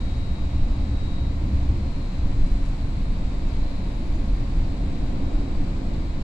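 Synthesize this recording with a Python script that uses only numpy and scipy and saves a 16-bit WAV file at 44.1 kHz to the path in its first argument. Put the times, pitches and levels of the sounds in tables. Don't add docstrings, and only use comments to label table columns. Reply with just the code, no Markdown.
import sys
import numpy as np
from scipy import signal
from scipy.fft import rfft, irfft, next_fast_len
from scipy.io import wavfile
from scipy.ndimage import uniform_filter1d, map_coordinates

SR = 44100
rng = np.random.default_rng(int(sys.argv[2]) if len(sys.argv) > 2 else 0)


def put_to_file(sound):
    columns = np.atleast_2d(sound).T
    safe = np.clip(columns, -1, 1)
    whole_steps = np.round(safe * 32767)
    wavfile.write(sys.argv[1], SR, whole_steps.astype(np.int16))


N = 274743


def amp(db):
    return 10 ** (np.asarray(db) / 20)


def unit(x):
    return x / np.sqrt(np.mean(x ** 2) + 1e-20)


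def along(points, hz):
    point_hz, values = np.transpose(points)
    return np.interp(np.log(hz + 1), np.log(point_hz + 1), values)


def curves(rows):
    times, *columns = np.transpose(rows)
    return [np.interp(np.arange(N) / SR, times, column) for column in columns]


def wobble(rate):
    knots = rng.standard_normal(int(N * rate / SR) + 4)
    return map_coordinates(knots, [np.arange(N) * rate / SR])


def filtered(x, response):
    size = next_fast_len(N + SR // 2)
    spectrum = rfft(x, size) * response(np.fft.rfftfreq(size, 1 / SR))
    return irfft(spectrum, size)[..., :N]


def noise(response, channels=1):
    return filtered(rng.standard_normal((channels, N)) * np.sqrt(SR / 2), response)


def resonance(hz, centre, width):
    return 1j * hz * width / (centre ** 2 - hz ** 2 + 1j * hz * width)


def panned(lean_db):
    gains = np.vstack([amp(lean_db / 2), amp(-lean_db / 2)])
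    return gains / np.sqrt(np.mean(gains ** 2, axis=0))


def steadied(x, seconds):
    power = uniform_filter1d(np.mean(x ** 2, axis=0), int(seconds * SR))
    return x / np.sqrt(np.abs(power) + 1e-20)


def tone(hz, wander_hz):
    cycles = np.cumsum(hz + wander_hz * wobble(10)) / SR + rng.random()
    return np.sqrt(2) * np.sin(2 * np.pi * cycles)


# (time [s], body sway level [dB], bogie throb level [dB], floor boom level [dB])
JOLTS = [(0.47, -27, -26.5, -36), (0.57, -23.5, -27, -42), (0.65, -15.5, -35, -31.5), (0.79, -40, -24, -44),
         (0.92, -30, -27, -28), (1.11, -29, -28, -41), (1.25, -32, -28.5, -29), (1.45, -34, -38, -28.5),
         (1.56, -23, -21.5, -41), (1.71, -20.5, -23, -27), (1.80, -40, -28.5, -32), (2.26, -18, -28, -29.5),
         (2.42, -12.5, -43, -39), (2.52, -18, -42, -31.5), (2.65, -20, -40, -31.5), (2.85, -26, -38, -27.5),
         (3.06, -16.5, -40, -42), (3.25, -22.5, -43, -47), (3.46, -21.5, -31, -43), (3.61, -18.5, -32, -44),
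         (4.14, -16.5, -36, -40), (4.33, -17, -35, -40), (4.58, -16, -33, -41), (4.80, -24.5, -40, -48),
         (5.04, -24.5, -41, -41), (5.15, -26, -37, -38), (5.26, -24.5, -29, -42), (5.36, -19.5, -42, -46),
         (5.59, -19.5, -45, -42), (5.93, -29, -44, -50)]
JOLT_RISE_S, JOLT_T60_S = 0.034, 0.44


def jolts():
    times, *levels_db = np.transpose(JOLTS)
    age = np.arange(N) / SR - times[:, None]
    rise = np.exp(-(np.minimum(age, 0) / JOLT_RISE_S) ** 2)
    decay = amp(-60 * np.maximum(age, 0) / JOLT_T60_S)
    return np.sqrt(amp(levels_db) ** 2 @ (rise * decay) ** 2)


# (frequency [Hz], relative density [dB per Hz])
BODY_SWAY = [(6, -16.5), (12, 1.5), (18, -1.5), (24, -11), (29, 2), (37, -5), (46, -7.5), (56, -20),
             (80, -36), (200, -120)]
# (frequency [Hz], width [Hz], relative gain [dB])
FLOOR_MODES = [(73.7, 24, -5.5), (90.66, 3.6, 0), (110, 7.9, -4.5)]
# (time [s], level [dB])
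TRACK = [(0, 3.5), (0.75, 3.5), (1.4, 2.5), (1.78, 6), (1.97, -2), (2.22, 3.5), (2.55, -3.5), (2.8, -4.5),
         (2.95, -0.5), (3.45, -2), (3.75, -4.5), (4.5, 0), (6.23, -1.5)]
SWAY_DB, THROB_DB, BOOM_DB = -25.5, -33.5, -34.5
BOOM_FOLLOWS = 0.57


def shaking():
    track_db, = curves(TRACK)
    heave, shudder, thud = jolts()
    sway = steadied(noise(lambda hz: amp(along(BODY_SWAY, hz))), seconds=0.139)
    throb = steadied(noise(lambda hz: resonance(hz, 67.17, 11.1) ** 2), seconds=0.17)

    def floor(hz):
        modes = sum(amp(db) * resonance(hz, centre, width) for centre, width, db in FLOOR_MODES)
        return modes / (1 + (hz / 150) ** 6)

    boom = steadied(noise(floor), seconds=0.22)
    spread = unit(noise(lambda hz: amp(along(BODY_SWAY, hz / 1.66)), channels=2))
    sway_gain = np.hypot(amp(SWAY_DB), heave)
    throb_gain = np.hypot(amp(THROB_DB + track_db + 0.91 * wobble(7)), shudder)
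    boom_gain = np.hypot(amp(BOOM_DB + BOOM_FOLLOWS * track_db + 1.45 * wobble(10)), thud)
    return sway_gain * sway + throb_gain * throb + boom_gain * boom + amp(-46.5) * spread


# (frequency [Hz], side minus mid [dB])
WIDTH = [(100, -30), (200, -24.5), (260, -12.5), (340, -8.5), (450, -3.5), (740, -5.5), (1200, 1)]
# (frequency [Hz], left minus right [dB])
LEAN = [(130, 1.5), (250, -2), (380, -1.5), (450, -4), (540, 7), (620, -8.5), (740, -0.5), (980, 0.5),
        (1400, -0.5)]


def diffuse(response):
    mid, side = noise(lambda hz: response(hz) * panned(-along(WIDTH, hz)), channels=2)
    sides = np.array([mid + side, mid - side])
    return unit(filtered(sides, lambda hz: panned(along(LEAN, hz))))


# (frequency [Hz], relative density [dB per Hz])
DRONE = [(40, -45), (100, -4), (132, 0.5), (160, 0), (185, 2.5), (255, -2), (300, -3.5), (350, -7.5),
         (400, -22.5), (900, -67), (2000, -120)]
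# (time [s], level [dB])
WALLS = [(0, -35), (1.25, -35), (1.5, -32.5), (2.1, -36.5), (2.45, -33), (2.68, -38), (3.2, -34),
         (3.7, -36), (4.4, -35), (6.23, -34)]
# (frequency [Hz], relative density [dB per Hz])
ROAR = [(200, -36), (390, 1.5), (450, 1.5), (620, 0), (800, -6), (1080, -4), (1200, -8), (1600, -17),
        (4000, -69), (9000, -120)]
# (frequency [Hz], width [Hz], peak lift [dB])
PANELS = [(529, 18, 4.5), (697, 37, 4), (860, 5.9, 8.5), (960, 9.8, 3.5)]
# (time [s], level [dB])
BRIDGE = [(0, -66), (3.0, -64), (3.6, -44), (4.5, -43.5), (4.8, -40.5), (5.3, -38), (5.9, -38.5),
          (6.23, -52)]
# (frequency [Hz], relative density [dB per Hz])
ECHO = [(80, -46), (170, -19), (225, 2.5), (260, 3), (330, -3), (420, -8.5), (560, -12), (720, -14.5),
        (1100, -24.5), (1600, -30.5), (3500, -63), (8000, -120)]
EVEN_S, EVEN_WAVER_DB = .4, .6


def rolling():
    def even(x):
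        return steadied(x, EVEN_S) * amp(EVEN_WAVER_DB * wobble(8))

    def ringing_db(hz):
        return sum(db * np.abs(resonance(hz, centre, width)) ** 2 for centre, width, db in PANELS)

    walls_db, = curves(WALLS)
    bridge_db, = curves(BRIDGE)
    drone = even(diffuse(lambda hz: amp(along(DRONE, hz))))
    roar = diffuse(lambda hz: amp(along(ROAR, hz) + ringing_db(hz)))
    echo = even(diffuse(lambda hz: amp(along(ECHO, hz))))
    roar_gain = amp(-45.5 + 0.39 * wobble(2.78))
    return amp(walls_db) * drone + roar_gain * roar + amp(bridge_db) * echo


# (frequency [Hz], density [dB per Hz])
AIR_LEFT = [(200, -90.5), (950, -78), (1300, -85.5), (2350, -80.5), (3000, -86), (3900, -86.5),
            (4550, -84.5), (5600, -94.5), (7400, -93.5), (8100, -99), (8800, -107), (10300, -121),
            (15500, -128)]
AIR_RIGHT = [(200, -97), (750, -78), (1100, -88), (1500, -84.5), (1750, -86), (2300, -83), (2750, -90),
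             (3900, -89.5), (5000, -95), (6500, -103), (8700, -108), (10500, -105), (12000, -113),
             (13000, -122), (15500, -128)]
# (frequency [Hz], level [dB rms], left minus right [dB], pitch wander [Hz])
HUM = [(119, -46, 0, 3), (185, -50, -1, 2), (277.8, -44.3, -3.5, 3), (547, -63, 0, 3), (562, -63, 0, 6),
       (1094, -68, 0, 2)]
# (time [s], gain [dB])
DUTY = [(0, -0.5), (3, -2.5), (4.2, 0.5), (5.2, 0), (6.2, 0)]


def ventilation():
    air = noise(lambda hz: amp([along(AIR_LEFT, hz), along(AIR_RIGHT, hz)]), channels=2)
    air = air * amp(0.089 * wobble(0.98) + 0.37 * wobble(10))
    duty_db, = curves(DUTY)
    hum = np.zeros((2, N))
    for hz, db, lean, wander in HUM:
        gain = amp(db + 2.4 * wobble(2.41))
        hum += panned(lean) * gain * tone(hz, wander)
    return air + amp(duty_db) * hum


# (frequency [Hz], level [dB rms], left minus right [dB])
STRONG = [(3718.7, -69, 1), (3838.6, -72, 8), (3958.6, -69, 3), (4078.5, -66.7, 1), (4198.3, -70, 9),
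          (7676.8, -79, 13), (8277, -82.5, 4), (10060.3, -86, -20)]
# (frequency [Hz], level [dB rms], left minus right [dB])
SIDEBANDS = [(2657, -76, 11), (2931, -76, 12), (3599, -74.5, 10), (3779, -77, 6), (4438, -73.5, 11),
             (4559, -75, 13), (7557, -76, 17), (7797, -81, 12), (7811, -82.5, 10), (8037, -85.5, 18),
             (8157, -80.5, 8), (8788, -88, -4), (9820, -88.5, -16), (9940, -90.5, -14), (10742, -92, -20)]
# (time [s], tone frequency [Hz], level [dB rms], half length [s], left minus right [dB])
SWELLS = [(0.08, 8277, -74.5, .18, 11), (0.17, 3838.6, -54.7, .34, 13), (0.2, 4198.3, -63, .24, 10),
          (0.22, 7797, -76, .2, 14), (0.22, 10742, -83, .3, -20), (0.48, 3718.7, -62, .17, 8),
          (0.25, 4078.5, -67, .3, 2), (0.55, 3958.6, -66.5, .7, 5), (0.7, 3838.6, -60.7, .25, 13),
          (0.7, 8277, -80, .45, 5), (0.85, 4078.5, -66.5, .4, 12), (1.0, 3718.7, -64.5, .25, 6),
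          (1.05, 10742, -86, .25, -20), (1.12, 3838.6, -54.5, .2, 20), (1.22, 4198.3, -64, .13, 12),
          (1.55, 3838.6, -64.5, .13, 10), (1.5, 10060.3, -78.5, .2, -20), (1.55, 4198.3, -66, .2, 8),
          (1.96, 4198.3, -60.2, .27, 18), (2.07, 3838.6, -62.5, .2, 14), (2.25, 3958.6, -63, .2, 12),
          (2.3, 10060.3, -80, .25, -20), (2.53, 4078.5, -64.5, .14, 2), (2.75, 3958.6, -66.5, .3, 10),
          (2.9, 7676.8, -73, .62, 17), (2.98, 10060.3, -76.2, .43, -20), (2.98, 4198.3, -64.5, .18, 12),
          (3.0, 3838.6, -65.5, .3, 3), (3.25, 3718.7, -65, .28, 0), (3.55, 3838.6, -64, .15, 10),
          (3.55, 4198.3, -66.5, .2, 12), (3.65, 3958.6, -63.2, .16, 12), (3.72, 4078.5, -59.3, .18, 20),
          (3.88, 3838.6, -60.2, .17, 12), (3.98, 10060.3, -76, .5, -20), (4.28, 4078.5, -64.5, .15, 14),
          (4.6, 3718.7, -65.5, .6, 5), (4.6, 7676.8, -71.2, .42, 13), (4.7, 4198.3, -66, .13, 12),
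          (4.8, 10060.3, -78, .45, -20), (4.85, 4078.5, -63.2, .3, 12), (4.97, 3838.6, -65, .12, 2),
          (5.2, 3599, -73, 1.1, 10), (5.37, 3838.6, -62, .19, 5), (5.65, 7676.8, -71.2, .42, 12),
          (6.02, 3838.6, -63.5, .17, 3), (6.08, 4198.3, -65, .1, 12)]
STRONG_WAVER_DB, SIDEBAND_WAVER_DB = 1.2, 2.1
SIDE_PHASE = 1.6


def converter():
    t = np.arange(N) / SR

    def at_ears(hz, waver_db):
        phase = 2 * np.pi * (hz * t + rng.random())
        sides = []
        for offset in (0, SIDE_PHASE):
            waver = amp(waver_db * wobble(2.5))
            sides.append(waver * np.sin(phase + offset + .35 * wobble(3)))
        return np.sqrt(2) * np.array(sides)

    def level(hz, rest_db, rest_lean):
        power = (amp(rest_db) * panned(rest_lean)) ** 2
        for s, tone_hz, db, half, lean in SWELLS:
            if tone_hz == hz:
                plateau = np.exp(-((t - s) / half) ** 4)
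                power = power + (amp(db) * panned(lean) * plateau) ** 2
        return np.sqrt(power)

    strong = sum(level(hz, db, lean) * at_ears(hz, STRONG_WAVER_DB) for hz, db, lean in STRONG)
    weak = sum(level(hz, db, lean) * at_ears(hz, SIDEBAND_WAVER_DB) for hz, db, lean in SIDEBANDS)
    return strong + weak


# (time [s], level [dB], centre [Hz], width [Hz], 60 dB decay [s], left minus right [dB])
TICKS_AND_RUSTLES = [(2.31, -65, 6500, 3000, 2.4, 0), (2.455, -58.5, 7600, 6000, .22, -2),
                     (2.625, -59.3, 7600, 6000, .18, -2), (2.65, -56, 6900, 5200, .2, -1),
                     (3.46, -65, 6600, 2500, 1.2, 0), (4.138, -56.8, 6700, 1900, .28, 2)]
CHATTER_DB, CHATTER_RATE = 3, 160
BURST_TOP_HZ = 11500


def ticks_and_rustles():
    def ports_db(hz):
        return along(AIR_LEFT, hz) - along(AIR_RIGHT, hz)

    out = np.zeros((2, N))
    for s, db, centre_hz, width_hz, t60, lean in TICKS_AND_RUSTLES:
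        age = np.maximum(np.arange(N) / SR - s, 0)
        colour = lambda hz: resonance(hz, centre_hz, width_hz) ** 3 / (1 + (hz / BURST_TOP_HZ) ** 10)
        scuff = noise(lambda hz: panned(ports_db(hz) + lean) * colour(hz), channels=2)
        chatter = unit(scuff * amp(CHATTER_DB * wobble(CHATTER_RATE)))
        rise = 1 - np.exp(-age / .008)
        out += amp(db - 60 * age / t60) * rise * chatter
    return out


def scene():
    return shaking() + rolling() + ventilation() + converter() + ticks_and_rustles()


TOP_HZ = 15700


def record(dry):
    fade = signal.windows.tukey(N, .002)
    return filtered(dry * fade, lambda hz: hz < TOP_HZ)


dry = scene()
out = record(dry)
put_to_file(out)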